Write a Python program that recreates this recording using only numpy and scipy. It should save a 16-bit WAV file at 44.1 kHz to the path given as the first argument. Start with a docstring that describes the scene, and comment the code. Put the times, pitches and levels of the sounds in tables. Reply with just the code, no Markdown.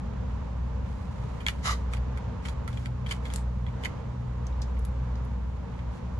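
"""First a low rumble of wind, a wavering machine hum and the far wash of the town, up on a high balcony.
Then, close to a pair of microphone ports, paper and charcoal burn in a small steel kettle grill.
Cracks are uneven bursts of noise ringing lump and bowl; sparks tick, and a fine grainy treble swells.
Once a pocket of vapour spits: hissing noise that also blows a resonant cavity.
Random echoes stand for floor, railing, slab and wall; wind and town are coloured noise, the hum is sines."""
import sys
import numpy as np
from scipy import signal
from scipy.fft import rfft, irfft, next_fast_len
from scipy.io import wavfile
from scipy.ndimage import uniform_filter1d, map_coordinates

SR = 44100
rng = np.random.default_rng(int(sys.argv[2]) if len(sys.argv) > 2 else 0)


def output_pcm(signal):
    """Save a mono or channel-first signal as 16-bit PCM at the path in sys.argv[1].

    Samples are clipped to [-1, 1] before scaling.
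    """
    pcm = np.clip(np.atleast_2d(signal).T, -1, 1) * 32767
    wavfile.write(sys.argv[1], SR, np.round(pcm).astype(np.int16))


N = 273243
TIME = np.arange(N) / SR  # s

# Far wind, level before a common trim: [t/s, level/dB]
WIND_LEVEL = [(0, -37.5), (.55, -38), (1.4, -39), (2.1, -38.5), (3.0, -38.5), (4.4, -39.5), (6.2, -39)]
# Relative spectra of wind, town, cracking fuel and vapour jet: [f/Hz, level/dB]
WIND_SPECTRUM = [(20, -17), (30, -15.5), (45, -5.5), (60, 3), (78, 1.5), (95, -2.5), (112, -2), (140, -5.5),
                 (170, -10.5), (215, -9), (255, -12.5), (310, -29.5), (400, -35), (600, -90)]
TOWN_SPECTRUM = [(150, -5), (295, 4), (335, 0), (385, -6), (430, 3), (540, 1), (700, -4.5), (930, 0.5),
                 (1150, -4.5), (1500, -10.5), (2200, -16), (3200, -21), (5200, -28.5), (7000, -28.5),
                 (12000, -65.5)]
CRACK_SPECTRUM = [(300, -26.5), (700, -9), (1400, 10.5), (2250, 8), (2700, 6), (3100, 3.5), (4000, 5.5),
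                  (5400, 0), (7000, -1), (10500, -3.5), (12500, -13.5)]
HISS_SPECTRUM = [(300, -8), (550, 7), (1200, 3.5), (2000, 13), (2600, 0), (3100, 5), (4200, 5), (5500, 2.5),
                 (6800, 2.5), (8200, -5), (9300, -12), (11300, -2), (12500, -49)]
# Likeness of the two ports for far air and near fire, clipped when read: [f/Hz, correlation/1]
AIR_LIKENESS = [(60, 5.3), (120, 4), (170, 1.6), (250, 0), (350, -0.78), (500, 0.4), (710, 0.19),
                (1010, 0.66), (1430, 0.44), (2200, 0.13), (4100, 0.2), (6000, 0.1), (8300, -0.7),
                (11500, -14)]
FIRE_LIKENESS = [(500, 0.73), (1100, 0.79), (2200, 0.58), (3400, 0.43), (4300, .4), (6000, 0.36), (9000, 1),
                 (11500, 0.54)]
# Tilt of the stereo noise, left over right: [f/Hz, level/dB]
PORT_BALANCE = [(60, 0.5), (100, -0.5), (160, 5), (250, 4), (410, -8), (660, -3), (1070, -4.5), (1740, -3),
                (2800, -2), (4500, 0), (7300, 1), (12000, -1.5)]
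# Fundamental of the machine hum, before a common trim: [t/s, level/dB]
HUM_LEVEL = [(0, -36.5), (.55, -34), (.88, -34.5), (1.05, -40), (1.35, -37.5), (1.75, -32.5), (2.05, -31.5),
             (2.3, -35.5), (2.7, -39), (3.2, -34), (3.48, -28), (3.97, -40.5), (4.25, -37.5), (4.45, -32),
             (4.95, -30.5), (5.47, -31.5), (5.65, -37), (6.2, -37.5)]
# Swells of the octave above it, before the same trim: [middle t/s, peak level/dB, half length to 1/e t/s]
OCTAVE_SWELLS = [(.65, -41, 0.12), (1.233, -40, 0.12), (2.143, -39, 0.29), (2.934, -35.5, 0.29),
                 (3.577, -35.5, 0.2), (4.218, -35, 0.27), (5.124, -37.5, 0.3), (5.945, -44.5, 0.44)]
# Swells of fine grainy treble noise: [start t/s, level/dB, hold t/s]
GRAIN_SWELLS = [(.86, -61.5, 0.97), (1.933, -49.5, 0.014), (2.452, -50.5, 0.047), (2.697, -57, 0.17),
                (3.104, -43, 0.017), (3.251, -52, .025), (3.329, -47.5, 0.043), (3.84, -50, .015),
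                (5.925, -59, 0.057)]
# Sparks bursting, level before a common trim, fizz against snap:
# [t/s, level/dB, pitch f/Hz, width f/Hz, fizz level/dB, fizz decay to 1/e t/s]
SPARKS = [(2.6775, -39, 10400, 2300, -2, .003), (3.338, -23, 8600, 2600, -14, .002),
          (3.3601, -21.5, 8040, 2300, -5, 0.0014), (4.4674, -38.5, 6140, 900, 4, .004),
          (4.6181, -35, 5500, 2300, -1, 0.011), (4.792, -44.5, 10400, 2300, 0, .004),
          (4.8504, -35.5, 10900, 2020, -3, 0.0034), (5.156, -45, 5070, 2290, -5, 0.0025),
          (5.248, -52.5, 10700, 1500, 8, .004)]
# Gouts in the vapour jet: [t/s, surge of hiss level/dB, surge into cavity level/dB]
GOUTS = [(1.657, 2, 4.5), (1.676, 6, -3), (1.694, -2, 3), (1.701, 1, 2), (1.711, 4.5, 2), (1.724, 0, 6.5)]
# Resonances of the cavity behind the jet: [f/Hz, width f/Hz, relative level/dB]
CAVITY_MODES = [(944, 75, 10.5), (1153, 60, 22), (1290, 81, 17), (1820, 170, 6), (2870, 130, 3)]
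# Resonances of the hollow bowl: [f/Hz, width f/Hz, relative level/dB]
BOWL_MODES = [(1010, 380, -3.5), (1350, 370, -2), (1790, 420, 0), (2280, 250, 4), (2990, 270, 1),
              (3550, 180, -3), (4650, 340, -14)]
# Cracks of fuel, with some weak later bursts that act as their reflections;
# before common ring and crack trims; lump against bowl, echo send against direct:
# [t/s, level/dB, lump f/Hz, lump level/dB, direct crack level/dB, length to 1/e t/s,
#  left over right level/dB, echo send level/dB]
POPS = [(1.402, -38.5, 2960, -7, -21, .009, 1, 4), (1.4645, -17.5, 3300, 2, -16.5, 0.0011, 0, -9),
        (1.4668, -17, 2210, 3, -18, 0.00086, 4, -1), (1.474, -37, 1700, -2, -4, .003, 3, 1),
        (1.4838, -16.5, 3000, 1, -14, 0.0021, -1.5, -5), (1.4865, -24, 1970, 8, -21, 0.0024, 5, -1),
        (1.4915, -36.5, 3000, -2, -8, 0.0065, -1, 2), (1.4983, -38, 3000, -4, -8, .0018, 4, -2),
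        (1.9342, -30, 1890, -2, -13.5, 0.0027, -3.5, -5), (1.9375, -36, 3090, -5, -19, .0023, 4, 3),
        (1.9675, -41, 3000, -7, -16, 0.0062, 3, 0), (2.1727, -37, 1580, 0, -12, .004, 0, 0.5),
        (2.4528, -33, 3090, 3, -13, 0.0031, 1, -1), (2.4565, -34.5, 1400, 7, -12, 0.0038, 0, 0),
        (2.4847, -37, 3370, 7, -6.5, .003, 2, -2), (2.677, -30, 1310, 4, -14, 0.0041, 0.5, 1),
        (2.7285, -44.5, 3400, 4, -12, .0035, 4, 1), (2.7725, -35.5, 3260, -3, -18, 0.0037, 3, -2),
        (2.8578, -30, 3230, -7, -14.5, 0.0012, 2, -4), (2.8595, -38, 1450, 7, -15, 0.0024, 2, 1),
        (3.0618, -37, 3250, -5, -22, .0021, 11, 2), (3.0665, -34.5, 3210, -2, -15, 0.0022, -2, -3),
        (3.0915, -41, 3400, 3, -14, .0025, 10, 2), (3.1098, -25.5, 3070, 7, -13, .0036, 0, 2),
        (3.1128, -27.5, 2020, 3, -13, 0.0022, 0, -1.5), (3.1165, -34, 3070, -2, -10, 0.0016, -3, 0),
        (3.1212, -31.5, 2180, 6, -12, 0.0035, -1, -3), (3.1255, -38, 2200, 3, -10, 0.0026, 3, -2),
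        (3.2535, -34, 3400, -4, -20, 0.0039, 1, 2.5), (3.2655, -43, 3530, 4, -17, .003, 0, 0),
        (3.3005, -41, 3300, 2, -9, 0.0032, 3, 0), (3.664, -36.5, 3310, -5, -34, 0.0032, 1, 0),
        (3.8359, -31, 2980, -1, -15, 0.0042, 2, 0), (3.8479, -28, 3010, 1, -13.5, 0.0039, 10, -1),
        (3.8524, -28.5, 2278, 5, -27, 0.0054, -19, -2), (3.8558, -29, 2280, 21, -19, 0.0041, -3, -4),
        (4.525, -50.5, 3630, 6, -22, 0.0022, 0, 0)]

# How much later the right port hears direct sound and ring (negative: earlier)
DIRECT_LAG_S, RING_LAG_S = .00016, -.00025
HUM_HZ, THIRD_HARMONIC_DB = 61.02, -50.5
DRONE_HZ, DRONE_DB = 359, -60
TOWN_DB, TOWN_SWAY_DB = -45.5, 1.1
SWELL_RISE_S, SWELL_FALL_S, GRAIN_REST_DB = 0.017, 0.025, -67.5
SNAP_S, FIZZ_GRAIN_DB = .00035, 3.5
# Steady flow limits of the jet; the sag continues through the shutting
SPIT_START_S, SPIT_END_S, SPIT_DB, SPUTTER_DB = 1.656, 1.73, -32, 1.6
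SPIT_OPEN_DB_PER_S, SPIT_SAG_DB_PER_S, SPIT_SHUT_DB_PER_S = 748, 50, 714
CAVITY_PEAK_S, CAVITY_FALL_DB_PER_S, GOUT_HALF_S = 1.692, 170, 0.0026
CRACK_RISE_S, LUMP_WIDTH_HZ, LUMP_RING_S = .0003, 126, 0.0012
# Faint random pops, before the ring and crack trims
FAINT_POPS_PER_S, FAINT_DB, FAINT_SPREAD_DB = 3.6, -52, 4
FAINT_HZ, FAINT_LUMP_DB, FAINT_CRACK_DB, FAINT_LENGTH_S = 1990, -12.5, -23.5, 0.013
CUTOFF_HZ = 11900


def from_db(db):
    """Decibels to amplitude gain."""
    return 10 ** (np.asarray(db) / 20)


def rms_one(x):
    """Scale to unit power."""
    return x / np.sqrt(np.mean(x ** 2) + 1e-20)


def peak_one(x, size=88):
    """Scale so that the loudest window (88 samples: two milliseconds) has unit power."""
    power = uniform_filter1d(np.mean(x ** 2, axis=0), size)
    return x / np.sqrt(power.max() + 1e-20)


def gain_over_time(rows):
    """Amplitude gain that follows a table of moments and decibels."""
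    moments, db = np.transpose(rows)
    return from_db(np.interp(TIME, moments, db))


def at_hz(points, hz):
    """Read a table on a log-frequency axis."""
    known_hz, values = np.transpose(points)
    return np.interp(np.log(hz + 1), np.log(known_hz), values)


def pan(db):
    """Left and right gains for a level of left over right."""
    return from_db(np.array([[.5], [-.5]]) * db)


def right_late(x, lag_s):
    """Travel difference: the right port hears the sound later than the left (earlier if negative)."""
    lag = round(lag_s * SR)
    left = np.roll(x[0], max(-lag, 0))
    right = np.roll(x[1], max(lag, 0))
    return np.stack([left, right])


def colour(x, spectrum):
    """Give a signal a smooth spectrum and unit power."""
    hz = np.fft.rfftfreq(x.shape[-1], 1 / SR)
    shaped = rfft(x) * from_db(at_hz(spectrum, hz))
    return rms_one(irfft(shaped, x.shape[-1]))


def at_ports(pair, likeness):
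    """Mix two unrelated signals into the ports, with a likeness and balance for each pitch."""
    size = next_fast_len(pair.shape[-1])
    hz = np.fft.rfftfreq(size, 1 / SR)
    alike = np.clip(at_hz(likeness, hz), -.995, .995)
    mid, side = rfft(pair, size)
    both = np.sqrt(1 + alike) * mid + np.sqrt(1 - alike) * side * [[1], [-1]]
    return irfft(both * pan(at_hz(PORT_BALANCE, hz)), size)


def noise(spectrum, likeness, size=N):
    """Coloured stereo noise, scaled to unit power."""
    white = rng.standard_normal((2, size))
    return colour(at_ports(white, likeness), spectrum)[:, :size]


def drift(per_s):
    """Smooth random wandering of unit power, through so many new values a second."""
    knots = rng.standard_normal(2048)
    return rms_one(map_coordinates(knots, [TIME * per_s], order=3, mode="wrap"))


def jerky(db, length, size):
    """Random gain that jumps about by so many decibels within `size` samples."""
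    return from_db(db * rms_one(uniform_filter1d(rng.standard_normal(length), size)))


def resonate(x, modes):
    """Parallel two-pole resonances with alternating signs."""
    out = 0
    for k, (hz, width_hz, db) in enumerate(modes):
        radius = np.exp(-np.pi * width_hz / SR)
        poles = [1, -2 * radius * np.cos(2 * np.pi * hz / SR), radius ** 2]
        ring = (1 - radius ** 2) / 2 * signal.lfilter([1, 0, -1], poles, x)
        out = out + (-1) ** k * from_db(db) * ring
    return out


def add(out, s, burst):
    """Lay a burst into the mix at its moment."""
    start = int(s * SR)
    out[:, start:start + burst.shape[1]] += burst[:, :N - start]


def wind(level_db):
    """Far low rumble: coloured noise with a slowly changing level."""
    return from_db(level_db) * gain_over_time(WIND_LEVEL) * noise(WIND_SPECTRUM, AIR_LIKENESS)


def town(sways_per_s):
    """Far wash of the town below: coloured noise whose level sways at random."""
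    level_db = TOWN_DB + TOWN_SWAY_DB * drift(sways_per_s)
    return from_db(level_db) * noise(TOWN_SPECTRUM, AIR_LIKENESS)


def drone(wander_rad):
    """A faint sine with wavering phase stands in the far wash, with its own starting phase at each port."""
    phase = 2 * np.pi * (DRONE_HZ * TIME + rng.random((2, 1))) + wander_rad * drift(per_s=16)
    return from_db(DRONE_DB) * np.sqrt(2) * np.sin(phase)


def hum(level_db, flutter_db, flutter_per_s, wander_rad, right_lead_s):
    """A motor turns steadily: three harmonics flutter and waver, and the octave swells slowly."""
    octave = 0
    for s, db, half_s in OCTAVE_SWELLS:
        octave = octave + from_db(db) * np.exp(-((TIME - s) / half_s) ** 2)
    harmonics = [(1, gain_over_time(HUM_LEVEL)), (2, octave), (3, from_db(THIRD_HARMONIC_DB))]
    out, t = 0, TIME + np.array([[0], [right_lead_s]])
    for multiple, gain in harmonics:
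        phase = 2 * np.pi * (multiple * HUM_HZ * t + rng.random()) + wander_rad * drift(per_s=4.01)
        flutter = from_db(flutter_db * drift(flutter_per_s))
        out = out + gain * flutter * np.sqrt(2) * np.sin(phase)
    return from_db(level_db) * out


def balcony(x, early_db, late_db, late_t60_s, gap_s, size=16384):
    """Sparse quick reflections from floor and railing, then a weak dense tail between slab and wall."""
    t = TIME[:size]
    white = rng.standard_normal((2, 2, size)) * (t > gap_s)
    struck = rng.random((2, size)) < 1800 / SR  # reflections per second
    early = white[0] * struck * from_db(-60 * t / .065)  # falls 60 dB in 65 ms
    late = white[1] * from_db(-60 * t / late_t60_s)
    echoes = from_db(early_db) * rms_one(early) + from_db(late_db) * rms_one(late)
    return signal.fftconvolve(x, echoes / np.sqrt(size), axes=1)[:, :N]


def grainy_treble(per_s):
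    """Swells of fine grainy treble noise, made of dense uneven snaps: rise, hold and fall to a faint rustle."""
    swelling = from_db(GRAIN_REST_DB)
    for s, db, hold_s in GRAIN_SWELLS:
        before = np.maximum(s - TIME, 0) / SWELL_RISE_S
        after = np.maximum(TIME - s - hold_s, 0) / SWELL_FALL_S
        swell = from_db(db) * np.exp(-np.minimum(before + after, 20))
        swelling = np.maximum(swelling, swell)
    size_db = 2.5 * np.minimum(rng.exponential(1, (2, N)), 4)
    sizes = from_db(size_db) * rng.choice([-1, 1], (2, N))
    snaps = sizes * (rng.random((2, N)) < per_s / SR)
    grains = colour(at_ports(snaps, FIRE_LIKENESS), CRACK_SPECTRUM)[:, :N]
    return swelling * right_late(grains, DIRECT_LAG_S)


def sparks(crack_db, level_db, size=2048):
    """Tiny grains burst with one needle-sharp snap and fizz out, through a resonance at their own pitch."""
    out, t = np.zeros((2, N)), TIME[:size]
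    for s, db, hz, width_hz, fizz_db, fizz_s in SPARKS:
        snap = peak_one(noise(CRACK_SPECTRUM, FIRE_LIKENESS, size) * np.exp(-(t / SNAP_S) ** 2))
        grain = jerky(FIZZ_GRAIN_DB, size, size=16)
        fizz = peak_one(noise(CRACK_SPECTRUM, FIRE_LIKENESS, size) * grain * np.exp(-t / fizz_s))
        crack = snap + from_db(fizz_db) * fizz
        tick = resonate(crack, [(hz, width_hz, 0)]) + from_db(crack_db) * crack
        add(out, s, from_db(db + level_db) * peak_one(right_late(tick, DIRECT_LAG_S)))
    return out


def across_bowl(x, lag_s, kept):
    """Sound bouncing from wall to wall in the bowl leaves evenly spaced spectral peaks."""
    hz = np.fft.rfftfreq(x.shape[-1], 1 / SR)
    loop = kept * np.exp(-2j * np.pi * hz * lag_s)
    return irfft(rfft(x) / (1 - loop), x.shape[-1])


def spit(cavity_db):
    """A short vapour jet opens, weakens as its pocket empties and shuts; gouts surge and blow the cavity."""
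    opening = SPIT_OPEN_DB_PER_S * np.maximum(SPIT_START_S - TIME, 0)
    sagging = SPIT_SAG_DB_PER_S * np.maximum(TIME - SPIT_START_S, 0)
    shutting = SPIT_SHUT_DB_PER_S * np.maximum(TIME - SPIT_END_S, 0)
    flow = from_db(np.maximum(SPIT_DB - opening - sagging - shutting, -200))
    surge_db, blow_db = 0, 0
    for s, hiss_surge_db, cavity_surge_db in GOUTS:
        gout = np.exp(-((TIME - s) / GOUT_HALF_S) ** 2)
        surge_db = surge_db + hiss_surge_db * gout
        blow_db = blow_db + cavity_surge_db * gout
    sputter = jerky(SPUTTER_DB, N, size=60)
    jet = right_late(noise(HISS_SPECTRUM, FIRE_LIKENESS) * sputter, DIRECT_LAG_S)
    hiss = flow * from_db(surge_db) * rms_one(across_bowl(jet, lag_s=.001, kept=.25))
    # the cavity is driven hardest in mid-flow
    blowing = flow * from_db(blow_db - CAVITY_FALL_DB_PER_S * np.abs(TIME - CAVITY_PEAK_S))
    cavity = peak_one(resonate(blowing * jet + 1e-18, CAVITY_MODES), size=900)
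    return hiss + from_db(cavity_db) * cavity


def fracture(length_s, size=2048):
    """Force of a crack: it opens almost at once, runs briefly in uneven jerks and stops."""
    t = TIME[:size]
    run = (1 - np.exp(-t / CRACK_RISE_S)) * np.exp(-(t / length_s) ** 2)
    return run * jerky(3, size, size=14)


def lump(force, hz):
    """The cracking lump rings at its own unsteady pitch while the force lasts, then dies quickly."""
    swing = signal.lfilter([1], [1, -np.exp(-1 / (LUMP_RING_S * SR))], force)
    wobble = np.cumsum(rng.standard_normal(len(force))) * np.sqrt(2 * np.pi * LUMP_WIDTH_HZ / SR)
    ring = swing * np.sin(2 * np.pi * hz * TIME[:len(force)] + wobble)
    return peak_one(ring * np.ones((2, 1)))  # the same at both ports


def faint_pops(count=64):
    """Faint pops at random moments, as rows with the columns of POPS."""
    rows = []
    for s in np.cumsum(rng.exponential(1 / FAINT_POPS_PER_S, count)):
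        db, octaves, pan_db = rng.standard_normal(3) * [FAINT_SPREAD_DB, .15, 2]
        if s < TIME[-1]:
            rows.append((s, FAINT_DB + db, FAINT_HZ * 2 ** octaves, FAINT_LUMP_DB,
                         FAINT_CRACK_DB, FAINT_LENGTH_S, pan_db, 0))
    return rows


def pops(rows, ring_db, crack_db):
    """Each burst is heard directly and rings a lump and the bowl; a share is sent to the walls."""
    out, sent = np.zeros((2, 2, N))
    for s, db, hz, lump_db, direct_db, length_s, pan_db, echo_db in rows:
        force = fracture(length_s)
        crack = force * noise(CRACK_SPECTRUM, FIRE_LIKENESS, size=len(force))
        bowl = peak_one(resonate(crack, BOWL_MODES))
        ring = right_late(bowl + from_db(lump_db) * lump(force, hz), RING_LAG_S)
        direct = right_late(across_bowl(crack, lag_s=.00088, kept=.3), DIRECT_LAG_S)
        burst = from_db(ring_db) * peak_one(ring) + from_db(crack_db + direct_db) * peak_one(direct)
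        add(out, s, from_db(db) * pan(pan_db) * burst)
        add(sent, s, from_db(db + echo_db) * pan(pan_db) * burst)
    return out, sent


def scene():
    """The near fire on its balcony, over far wind, town and machine hum."""
    far = wind(level_db=3.0) + town(sways_per_s=4.94) + drone(wander_rad=1.0)
    machine = hum(level_db=0.62, flutter_db=0.56, flutter_per_s=14, wander_rad=0.24, right_lead_s=0.00012)
    grain = grainy_treble(per_s=1300)
    ticking = sparks(crack_db=-17.0, level_db=-5.5)
    ticking_echo = balcony(ticking, early_db=-12.0, late_db=-12.0, late_t60_s=.2, gap_s=.003)
    spitting = spit(cavity_db=-28.5)
    spitting_echo = balcony(spitting, early_db=-6.0, late_db=-12.5, late_t60_s=0.25, gap_s=0.0048)
    faint, _ = pops(faint_pops(), ring_db=-5.5, crack_db=4.5)  # no echo of these
    popping, sent = pops(POPS, ring_db=-6.0, crack_db=5.0)
    popping_echo = balcony(sent, early_db=-4.5, late_db=-11.5, late_t60_s=0.22, gap_s=0.0037)
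    fire = ticking + ticking_echo + spitting + spitting_echo + faint + popping + popping_echo
    return far + machine + grain + fire


def record(dry):
    """The treble is cut steeply by an elliptic low-pass."""
    lowpass = signal.ellip(12, .1, 80, CUTOFF_HZ, fs=SR, output="sos")
    return signal.sosfilt(lowpass, dry)


dry = scene()
out = record(dry)
output_pcm(out)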